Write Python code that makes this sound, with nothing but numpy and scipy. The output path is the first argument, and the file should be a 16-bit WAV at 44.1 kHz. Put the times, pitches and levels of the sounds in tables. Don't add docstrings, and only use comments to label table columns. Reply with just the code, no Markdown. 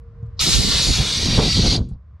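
import sys
import numpy as np
from scipy import signal
from scipy.fft import rfft, irfft
from scipy.io import wavfile
from scipy.ndimage import uniform_filter1d

SR = 44100
rng = np.random.default_rng(int(sys.argv[2]) if len(sys.argv) > 2 else 0)


def decibels_to_gain(level_db):
    exponent = np.asarray(level_db, float) / 20
    return 10 ** exponent


def master(y):
    cut = np.clip(np.atleast_2d(y).T, -1, 1)
    pcm = np.round(cut * 32767)
    wavfile.write(sys.argv[1], SR, pcm.astype(np.int16))


N = 97020
T = np.arange(N) / SR
BURST_S = .3926
LEFT_RIGHT_HALVES = np.array([[.5], [-.5]])


def rms_one(x):
    return x / np.sqrt(np.mean(x ** 2) + 1e-20)


def in_time(rows):
    s, *columns = np.transpose(rows)
    return [np.interp(T, s, column) for column in columns]


def at_hz(points, hz):
    points_hz, values = np.transpose(points)
    return np.interp(np.log(hz), np.log(points_hz), values)


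def drift(rate_hz):
    every = 20
    warm_up = 2000
    r = np.exp(-2 * np.pi * rate_hz * every / SR)
    noise = rng.standard_normal(N // every + 2 + warm_up)
    slow = signal.lfilter([1], [1, -2 * r, r * r], noise)[warm_up:]
    return np.interp(np.arange(N) / every, np.arange(len(slow)), rms_one(slow - slow.mean()))


def coloured(spectrum, count=2):
    hz = np.maximum(np.fft.rfftfreq(N, 1 / SR), 1)
    inside = (hz >= spectrum[0][0]) & (hz <= spectrum[-1][0])
    white = rfft(rng.standard_normal((count, N)))
    return white * decibels_to_gain(at_hz(spectrum, hz)) * inside, hz


def band_noise(low_hz, high_hz, order, shape):
    band = signal.butter(order, [low_hz, high_hz], "band", fs=SR, output="sos")
    return rms_one(signal.sosfilt(band, rng.standard_normal(shape)))


def spread(mid, side, alike):
    alike = np.clip(alike, 0, 1)
    common = np.sqrt((1 + alike) / 2) * mid
    opposed = np.sqrt((1 - alike) / 2) * side
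    return common + opposed * [[1], [-1]]


def band_shares(hz, pivot_hz, first, last, per_octave):
    place = np.clip(per_octave * np.log2(hz / pivot_hz), first, last)
    return [(k / per_octave, np.cos(np.pi / 2 * np.clip(place - k, -1, 1)) ** 2)
            for k in range(first, last + 1)]


def decay(start_s, level_db, t60_s):
    return decibels_to_gain(level_db - 60 * np.maximum(T - start_s, 0) / t60_s) * (T > start_s)


def struck(start_s, rise_s, modes):
    t = np.maximum(T - start_s, 0)
    ringing = sum(decibels_to_gain(db - 60 * t / t60) * np.sin(2 * np.pi * hz * t) for hz, db, t60 in modes)
    return (1 - np.exp(-t / rise_s)) * ringing


def rumble():
    # f/Hz, relative level per Hz/dB
    rumble_colour = [(15, -33.5), (30, -17.5), (50, -1), (70, 3.5), (110, -4.5), (170, -16), (280, -36.5),
                     (600, -33.5), (850, -44), (1050, -32.5), (1400, -40.5), (1900, -45.5), (2800, -55.5),
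                     (5000, -59.5), (9000, -74.5)]
    # t/s, level/dB
    rumble_course = [(0, -39.5), (.37, -35), (1.9, -44.5), (2.2, -40.5)]
    # f/Hz, likeness (0-1)
    rumble_alike = [(30, 1), (200, .98), (500, 0.78), (1400, 0.83), (3000, 0.69), (9000, 0.039)]
    (mid, side), hz = coloured(rumble_colour)
    noise = irfft(spread(mid, side, at_hz(rumble_alike, hz)), N)
    level_db, = in_time(rumble_course)
    return rms_one(noise) * decibels_to_gain(level_db)


def hum():
    centre_hz, mean_db, stop_s, fade_s = 464, -55.5, .42, .03
    phase = 2 * np.pi * np.cumsum(centre_hz + 0.37 * drift(4.5)) / SR
    tone = np.sqrt(2) * np.sin(phase)
    return tone * decibels_to_gain(mean_db + 2.7 * drift(8)) * np.clip((stop_s - T) / fade_s, 0, 1)


def thud():
    # f/Hz, level/dB, t60/s
    cabinet_modes = [(113, -15, .15), (149, -23, .09), (330, -63, 0.13), (700, -47, .06)]
    return struck(.2275, .008, cabinet_modes)


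def ticks():
    # t/s, starting level/dB
    tick_starts = [(.229, -67), (0.261, -69), (.268, -71)]
    noise = band_noise(2500, 8000, 2, (2, N))
    return noise * sum(decay(s, db, t60_s=.021) for s, db in tick_starts)


def draught():
    # t/s, low level/dB (under 170 Hz), middle level/dB (to 450 Hz), high level/dB, likeness (0-1)
    gust_course = [(0.39, -48.5, -56, -47, 0.99), (0.42, -22, -39, -44.5, 1),
                   (0.48, -31.5, -23.5, -35, 0.92), (0.508, -24.5, -32, -40.5, 0.25),
                   (0.602, -14.5, -22.5, -35.5, 0.49), (0.62, -32, -33.5, -34, 0.37),
                   (0.656, -23, -24, -38.5, 0.8), (0.838, -27, -38, -37, 0.4), (0.906, -14, -21, -35, 0.21),
                   (0.948, -26, -41, -41.5, 0.27), (1.012, -12, -20, -29, 0.17),
                   (1.042, -28.5, -33.5, -39, 0.2), (1.156, -29.5, -35.5, -42, 0.51),
                   (1.188, -22, -32.5, -44.5, 0.31), (1.21, -27.5, -37.5, -38, 0.21),
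                   (1.26, -14.5, -21.5, -35, 0.13), (1.374, -19, -24.5, -28.5, 0.19),
                   (1.388, -9, -9.5, -17.5, 0.77), (1.416, -16.5, -24, -28, 0.43),
                   (1.46, -21, -17, -28, 0.64), (1.534, -20, -36, -47.5, 0.4),
                   (1.596, -14, -15, -33.5, 0.49), (1.62, -21, -29.5, -36, 0.46),
                   (1.638, -14.5, -20, -24, 0.87), (1.706, -15.5, -26, -35.5, 0.74),
                   (1.724, -15, -21, -28.5, 0.69), (1.764, -28, -23.5, -35, 0.4),
                   (1.792, -16.5, -23, -37, 1), (1.874, -31, -42, -71, 0.64),
                   (1.924, -26.5, -53, -60, 0.51), (1.96, -31, -63, -63, 0.35), (2.02, -69, -77, -82, 0.47)]
    # f/Hz, relative level per Hz/dB
    low_colour = [(12, -41), (20, -6.5), (54, 1.5), (86, -2.5), (113, -2), (200, -11.5), (260, -23),
                  (440, -120)]
    mid_colour = [(88, -26), (150, 2.5), (248, -1), (480, -13.5), (620, -32.5), (1060, -120)]
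    high_colour = [(250, -37), (420, 0), (779, -5.5), (1370, -16.5), (1500, -14), (1950, -39), (3300, -120)]
    left_minus_right_db = -2.5
    low_db, mid_db, high_db, alike = in_time(gust_course)
    blowing = (T > gust_course[0][0]) & (T < gust_course[-1][0])
    gusts = drift(45)
    out = 0
    for colour, layer_db, lumps_db in [(low_colour, low_db, .8), (mid_colour, mid_db, 1.8),
                                       (high_colour, high_db, 2.5)]:
        mid, side = irfft(coloured(colour)[0], N)
        lumps = rms_one(decibels_to_gain(lumps_db * gusts))
        out = out + decibels_to_gain(layer_db) * lumps * spread(rms_one(mid), rms_one(side), alike)
    soft_edges = uniform_filter1d(blowing * 1., size=441)
    return out * soft_edges * decibels_to_gain(left_minus_right_db * LEFT_RIGHT_HALVES)


def spit():
    return band_noise(5500, 9400, 3, N) * decay(1.888, -61, t60_s=.087)


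def pop():
    # f/Hz, level/dB, t60/s
    nozzle_ring = [(4110, -10.5, 0.013), (4600, -15, .035), (5200, -22.5, 0.032), (1100, -31.5, 0.0301)]
    return struck(BURST_S, .0006, nozzle_ring)


def basin(x):
    t60_s, changes_per_s, reflected_db = .07, 5.5, -4
    t = T[:SR // 5]
    progress = T * changes_per_s
    echoes = rng.standard_normal((16, len(t))) * decibels_to_gain(-60 * t / t60_s)
    reflected = 0
    for k in range(int(progress[-1]) + 2):
        echo = echoes[k] / np.sqrt(np.sum(echoes[k] ** 2))
        fade = np.cos(np.pi / 2 * np.clip(progress - k, -1, 1))
        reflected = reflected + signal.fftconvolve(x, echo[None])[:, :N] * fade
    return (x + decibels_to_gain(reflected_db) * reflected) / np.sqrt(1 + decibels_to_gain(2 * reflected_db))


def jet():
    # t/s, level/dB, slope above the pivot/dB per octave, slope below it/dB per octave
    jet_course = [(.362, -105, -8, -8), (.372, -64, -19, -2), (.391, -47, -16.5, -9),
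                  (.395, -21.5, -10.5, -5.5), (.402, -18, -5, -3), (.412, -18, 5.5, 2), (.47, -16, 1.5, -1),
                  (.56, -15, 1.5, -1.5), (.62, -19.5, 1.5, -3), (.76, -18, -1.1, 0.5), (.9, -17, 0, -2),
                  (1.05, -19, -1.5, -1.35), (1.21, -19, -3, -2), (1.38, -21, -2.3, 1.7),
                  (1.53, -19, -4.7, -2.7), (1.74, -17.5, -6, -3.5), (1.765, -23, -4.5, -1.7),
                  (1.80, -48, -4, 1.5), (1.83, -53, -14, -7.5), (1.88, -65.5, -4, 3), (1.94, -68, -10, -4),
                  (2.0, -105, -8.5, -3)]
    # f/Hz, relative level per Hz/dB
    jet_colour = [(530, -47.5), (900, -17), (1320, -10), (1730, -13.5), (2200, -6.5), (2660, -9.5),
                  (3580, -1), (4600, -0.5), (7770, -13), (8550, -16), (12400, -25), (15500, -44)]
    # f/Hz, width/Hz, boost/dB
    resonances = [(1360, 50, 1), (2150, 120, -0.5), (2816, 85, 4), (3270, 140, 0.5), (3565, 81, 3),
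                  (3887, 80, 3), (4184, 380, 2.5), (4600, 210, 2.5), (5170, 150, -0.5), (5640, 200, 3.5),
                  (6660, 300, 3), (8760, 270, 5.5)]
    # f/Hz, likeness (0-1)
    jet_alike = [(900, .85), (2200, .88), (4000, .82), (6500, .62), (9000, .42), (12000, .25), (15500, .2)]
    # f/Hz, left minus right/dB
    jet_balance = [(900, -.6), (2800, 1.5), (5000, -0.5), (8500, 0), (11000, -1.5), (14500, -9)]
    # f/Hz, phase/rad
    jet_left_lag = [(900, 0), (2000, 0.066), (5000, 0.78), (7600, 0.89), (8800, 0.68), (15500, 0)]
    pivot_hz = 5030
    top_sag_hz, top_sag_db = 11200, -24

    level_db, above_db, below_db = in_time(jet_course)
    (mid, side), hz = coloured(jet_colour)
    boost_db = sum(db / (1 + (2 * (hz - f) / width_hz) ** 2) for f, width_hz, db in resonances)
    balance_db = at_hz(jet_balance, hz) * LEFT_RIGHT_HALVES
    hiss = spread(mid, side, at_hz(jet_alike, hz)) * decibels_to_gain(boost_db + balance_db)
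    hiss = hiss * np.exp(-1j * at_hz(jet_left_lag, hz) * np.array([[1], [0]]))
    hiss = rfft(rms_one(basin(irfft(hiss, N))))

    together_db = 0.49 * drift(25) + 0.15 * drift(9)
    top_start = np.log2(top_sag_hz / pivot_hz)
    out = 0
    for octaves, share in band_shares(hz, pivot_hz, -8, 5, 3):
        tilt_db = above_db * max(octaves, 0) + below_db * max(-octaves, 0)
        sag_db = top_sag_db * (T - BURST_S) * max(octaves - top_start, 0)
        flicker_db = together_db + 1.0 * drift(7.2) + 0.77 * drift(78)
        out = out + irfft(hiss * share, N) * decibels_to_gain(tilt_db + sag_db + flicker_db)
    return out * decibels_to_gain(level_db)


def scene():
    return rumble() + hum() + thud() + ticks() + draught() + spit() + pop() + jet()


def narrowed(x):
    # t/s, side level/dB
    width_course = [(.66, 1.5), (.85, -4.5), (1.0, -10), (1.25, -14), (1.55, -18), (1.8, -18.5), (1.9, -54),
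                    (2.2, -45.5)]
    # f/Hz, share of those dB
    narrowing_share = [(300, 1.05), (1500, .45), (4000, 1.07), (10000, 0.61)]
    mid, side = (x[0] + x[1]) / 2, rfft(x[0] - x[1]) / 2
    width_db, = in_time(width_course)
    hz = np.maximum(np.fft.rfftfreq(N, 1 / SR), 1)
    narrow_side = 0
    for octaves, share in band_shares(hz, 1000, -2, 3, 1):
        band_db = width_db * at_hz(narrowing_share, 1e3 * 2 ** octaves)
        narrow_side = narrow_side + irfft(side * share, N) * decibels_to_gain(band_db)
    return np.array([mid + narrow_side, mid - narrow_side])


def ducked(x):
    above_db, cut_per_db, window_s, release_s = -15, 0.5, 0.013, 0.013
    power = uniform_filter1d(np.mean(x ** 2, axis=0), int(window_s * SR))
    cut_db = cut_per_db * np.maximum(10 * np.log10(power + 1e-12) - above_db, 0)
    r = np.exp(-1 / (release_s * SR))
    return x * decibels_to_gain(-signal.lfilter([1 - r], [1, -r], cut_db))


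def rounded(x):
    ceiling = 0.865
    return ceiling * np.tanh(x / ceiling)


def band_limit(x):
    return signal.sosfilt(signal.butter(12, 15690, fs=SR, output="sos"), x)


def record(dry):
    mix = rounded(ducked(narrowed(dry)))
    return band_limit(mix)


dry = scene()
out = record(dry)
master(out)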